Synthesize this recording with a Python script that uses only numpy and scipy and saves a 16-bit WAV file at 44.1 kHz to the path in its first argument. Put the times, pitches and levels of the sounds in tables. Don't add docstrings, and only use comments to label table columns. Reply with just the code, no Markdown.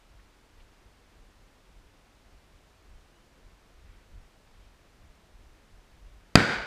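import sys
import numpy as np
from scipy import signal
from scipy.fft import rfft, irfft
from scipy.io import wavfile
from scipy.ndimage import uniform_filter1d

SR = 44100
rng = np.random.default_rng(int(sys.argv[2]) if len(sys.argv) > 2 else 0)


def inscribe(sig):
    pcm = np.round(np.clip(np.atleast_2d(sig).T, -1, 1) * 32767)
    wavfile.write(sys.argv[1], SR, pcm.astype(np.int16))


N = 293706
TIME = np.arange(N) / SR
FIRE_S = 6.355


def shot(shock_db=4.8, low_cut_hz=35, gas_db=-12, gas_t60=0.02, gas_hz=3300, ring_delay_s=0.00032):
    # (frequency [Hz], level before clipping [dB], 60 dB decay time [s])
    modes = [(725, -3, 0.016), (1371, -6.5, 0.0274), (1550, -3, 0.0221), (1875, -4, 0.0185),
             (2483, -4.5, 0.0177), (3223, -7, 0.0115), (6880, -4, 0.0048)]
    shock = filtered(blast_wave(FIRE_S, push_s=.00158), low_cut_hz, "high", order=1)
    t = age(FIRE_S + ring_delay_s)
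    turbulence = unit_rms(filtered(rng.standard_normal(N), gas_hz, "low", order=2))
    gas = turbulence * (t > 0) * gain_of(gas_db - 60 * t / gas_t60)
    ring = sum(gain_of(db - 60 * t / t60) * np.sin(2 * np.pi * hz * t) for hz, db, t60 in modes)
    overloaded = np.clip(gain_of(shock_db) * shock + gas + ring + port_snap(), -1, 1)
    return filtered(overloaded, hz=9000, kind="low", order=2)


def blast_wave(start_s, push_s):
    u = np.minimum(age(start_s) / push_s, 10)
    return (u > 0) * (1 - u) * np.exp(-(u / 2.045) ** 4)


def port_snap(port_hz=4790, build_s=.00135, length_s=.0017):
    return swell(FIRE_S + build_s, length_s) * np.sin(2 * np.pi * port_hz * age(FIRE_S))


def echoes(push_s=0.001885, low_cut_hz=25, gain_db=2):
    # (arrival time [s], relative level [dB], low-pass cutoff [Hz])
    reflections = [(6.3744, -9, 1300), (6.3845, -16, 400), (6.394, -18.5, 700), (6.4046, -17.5, 1200),
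                   (6.423, -21.5, 1500), (6.4484, -33.5, 9000)]
    slaps = sum(gain_of(db) * filtered(blast_wave(s, push_s), hz, "low", order=1)
                for s, db, hz in reflections)
    return gain_of(gain_db) * housing(filtered(slaps, low_cut_hz, "high", order=1))


def roll(taps_per_s=7000, spread_db=3.0, gain_db=0.5):
    # (frequency [Hz], relative level [dB])
    spectrum = [(25, -28), (60, -14), (100, 1.5), (220, 3.5), (420, -1.5), (750, -8), (1200, -10.5),
                (2000, -9), (3100, -14), (5000, -22), (7500, -27), (10000, -38.5), (12500, -43),
                (15000, -54)]
    # (frequency [Hz], decay rate [dB/s])
    losses = [(40, 10), (120, 61), (300, 40.5), (800, -11.5), (1600, 2), (4500, 5.5), (8000, 24),
              (14000, 42)]
    taps = rng.choice([-1., 1.], N) * (rng.random(N) < taps_per_s / SR)
    taps *= gain_of(spread_db * np.clip(rng.standard_normal(N), -2, 2))
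    scatter = unit_rms(housing(coloured(taps, spectrum)))
    hz, t, frames = signal.stft(scatter, SR, nperseg=1024)
    frames *= gain_of(-curve_at(losses, hz)[:, None] * np.maximum(t - FIRE_S, 0))
    faded = signal.istft(frames, SR)[1][:N]
    return gain_of(gain_db) * faded * roll_envelope()


def roll_envelope(rise_share=.2, fade_db_per_s=80):
    # (first arrival [s], relative level [dB])
    scatterers = [(6.356, -24), (6.372, -22.3), (6.435, -30.5), (6.482, -28.8)]
    power = np.zeros(N)
    for s, db in scatterers:
        rise_s = max(rise_share * (s - FIRE_S), 1 / SR)
        onset = np.minimum(age(s) / rise_s, 1)
        power += (onset * gain_of(db - fade_db_per_s * age(s + rise_s))) ** 2
    return np.sqrt(power)


def housing(x):
    # (frequency [Hz], bandwidth [Hz], gain [dB])
    resonances = [(1113, 320, -2), (1490, 200, 12.5), (2370, 410, 4.5), (2750, 340, -4.5), (3766, 200, 3),
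                  (4767, 320, 9.5), (5270, 300, -2), (8120, 176, 5)]
    for hz, width, db in resonances:
        band = signal.iirpeak(hz, hz / width, SR)
        x = x + (gain_of(db) - 1) * signal.lfilter(*band, x + 1e-18)
    return x


def jolt(centre_s=6.592, length_s=.08, level_db=-44.5, low_cut_hz=18.3, top_hz=70):
    rumble = filtered(rng.standard_normal(N), top_hz, "low", order=4)
    rumble = filtered(rumble, low_cut_hz, "high", order=2)
    return gain_of(level_db) * unit_rms(rumble) * swell(centre_s, length_s)


def breeze(calm_db=-63.5, steadiness=0.8):
    # (frequency [Hz], relative level [dB])
    spectrum = [(5, -15), (18, -11), (35, 0), (50, -3.5), (68, -11), (98, -13), (125, -26.5), (300, -41),
                (1000, -79)]
    # (centre time [s], duration [s], level [dB])
    gusts = [(.17, .2, -55), (.62, .16, -54.5), (.85, .09, -56.5), (1.22, .14, -54), (1.42, .1, -57),
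             (1.79, .2, -55.5), (2.34, .14, -56.5), (2.54, .09, -57), (2.94, .14, -50.5),
             (3.48, .14, -53.5), (3.87, .26, -51.5), (4.17, .14, -46.5), (4.62, .22, -54),
             (5.06, .11, -50.5), (5.43, .24, -52), (5.76, .12, -53), (6.08, .27, -50)]
    eddies = coloured(rng.standard_normal(N), spectrum)
    local_rms = np.sqrt(uniform_filter1d(eddies ** 2, size=4000))
    eddies = unit_rms(eddies / local_rms ** steadiness)
    gust_power = sum((gain_of(db) * swell(s, length)) ** 2 for s, length, db in gusts)
    return eddies * np.sqrt(gain_of(calm_db) ** 2 + gust_power)


def rustles(grains_per_s=9000, quality=1.5):
    # (centre time [s], duration [s], centre frequency [Hz], level [dB])
    sputters = [(0.2, 0.022, 1800, -64.5), (.603, 0.025, 2400, -63.5), (3.92, 0.26, 1890, -70.5),
                (4.642, 0.068, 3200, -73), (5.55, .12, 2200, -74)]
    grains = rng.standard_normal(N) * (rng.random(N) < grains_per_s / SR)
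    sound = np.zeros(N)
    for s, length, hz, db in sputters:
        band = signal.iirpeak(hz, quality, SR)
        crackle = unit_rms(signal.lfilter(*band, signal.lfilter(*band, grains)))
        sound += gain_of(db) * crackle * swell(s, length)
    return sound


def peep(centre_s=3.18, length_s=.13, pitch_hz=2970, rise_hz_per_s=2100, peak_db=-75):
    t = TIME - centre_s
    cycles = (pitch_hz + .5 * rise_hz_per_s * t) * t
    return gain_of(peak_db) * swell(centre_s, length_s) * np.sin(2 * np.pi * cycles)


def hiss(level_db=-62.6):
    # (frequency [Hz], relative level [dB])
    spectrum = [(20, -13), (60, -2), (150, 0), (300, -2), (800, -6), (1600, -9), (3000, -13), (5000, -17),
                (8000, -22), (12000, -28), (15000, -32)]
    return gain_of(level_db) * coloured(rng.standard_normal(N), spectrum)


def gain_of(db):
    return 10 ** (np.asarray(db) / 20)


def unit_rms(x):
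    return x / np.sqrt(np.mean(x ** 2) + 1e-20)


def curve_at(points, hz):
    knots_hz, values = np.transpose(points)
    return np.interp(np.log(hz + 1), np.log(knots_hz), values)


def coloured(x, spectrum):
    gains = gain_of(curve_at(spectrum, np.fft.rfftfreq(N, 1 / SR)))
    return unit_rms(irfft(rfft(x) * gains, N))


def filtered(x, hz, kind, order):
    return signal.sosfilt(signal.butter(order, hz, kind, fs=SR, output="sos"), x)


def age(start_s):
    return np.clip(TIME - start_s, 0, 1)


def swell(centre_s, length_s):
    return np.exp(-(2 * (TIME - centre_s) / length_s) ** 2)


def scene():
    return (shot() + echoes() + roll() + jolt() + hiss() + breeze() + rustles() + peep())[None]


def record(dry):
    clipped = np.clip(-dry, -1, 1)
    band_limit = signal.firwin(255, cutoff=15400, window=("kaiser", 8), fs=SR)
    return signal.oaconvolve(clipped, band_limit[None], "same")


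dry = scene()
out = record(dry)
inscribe(out)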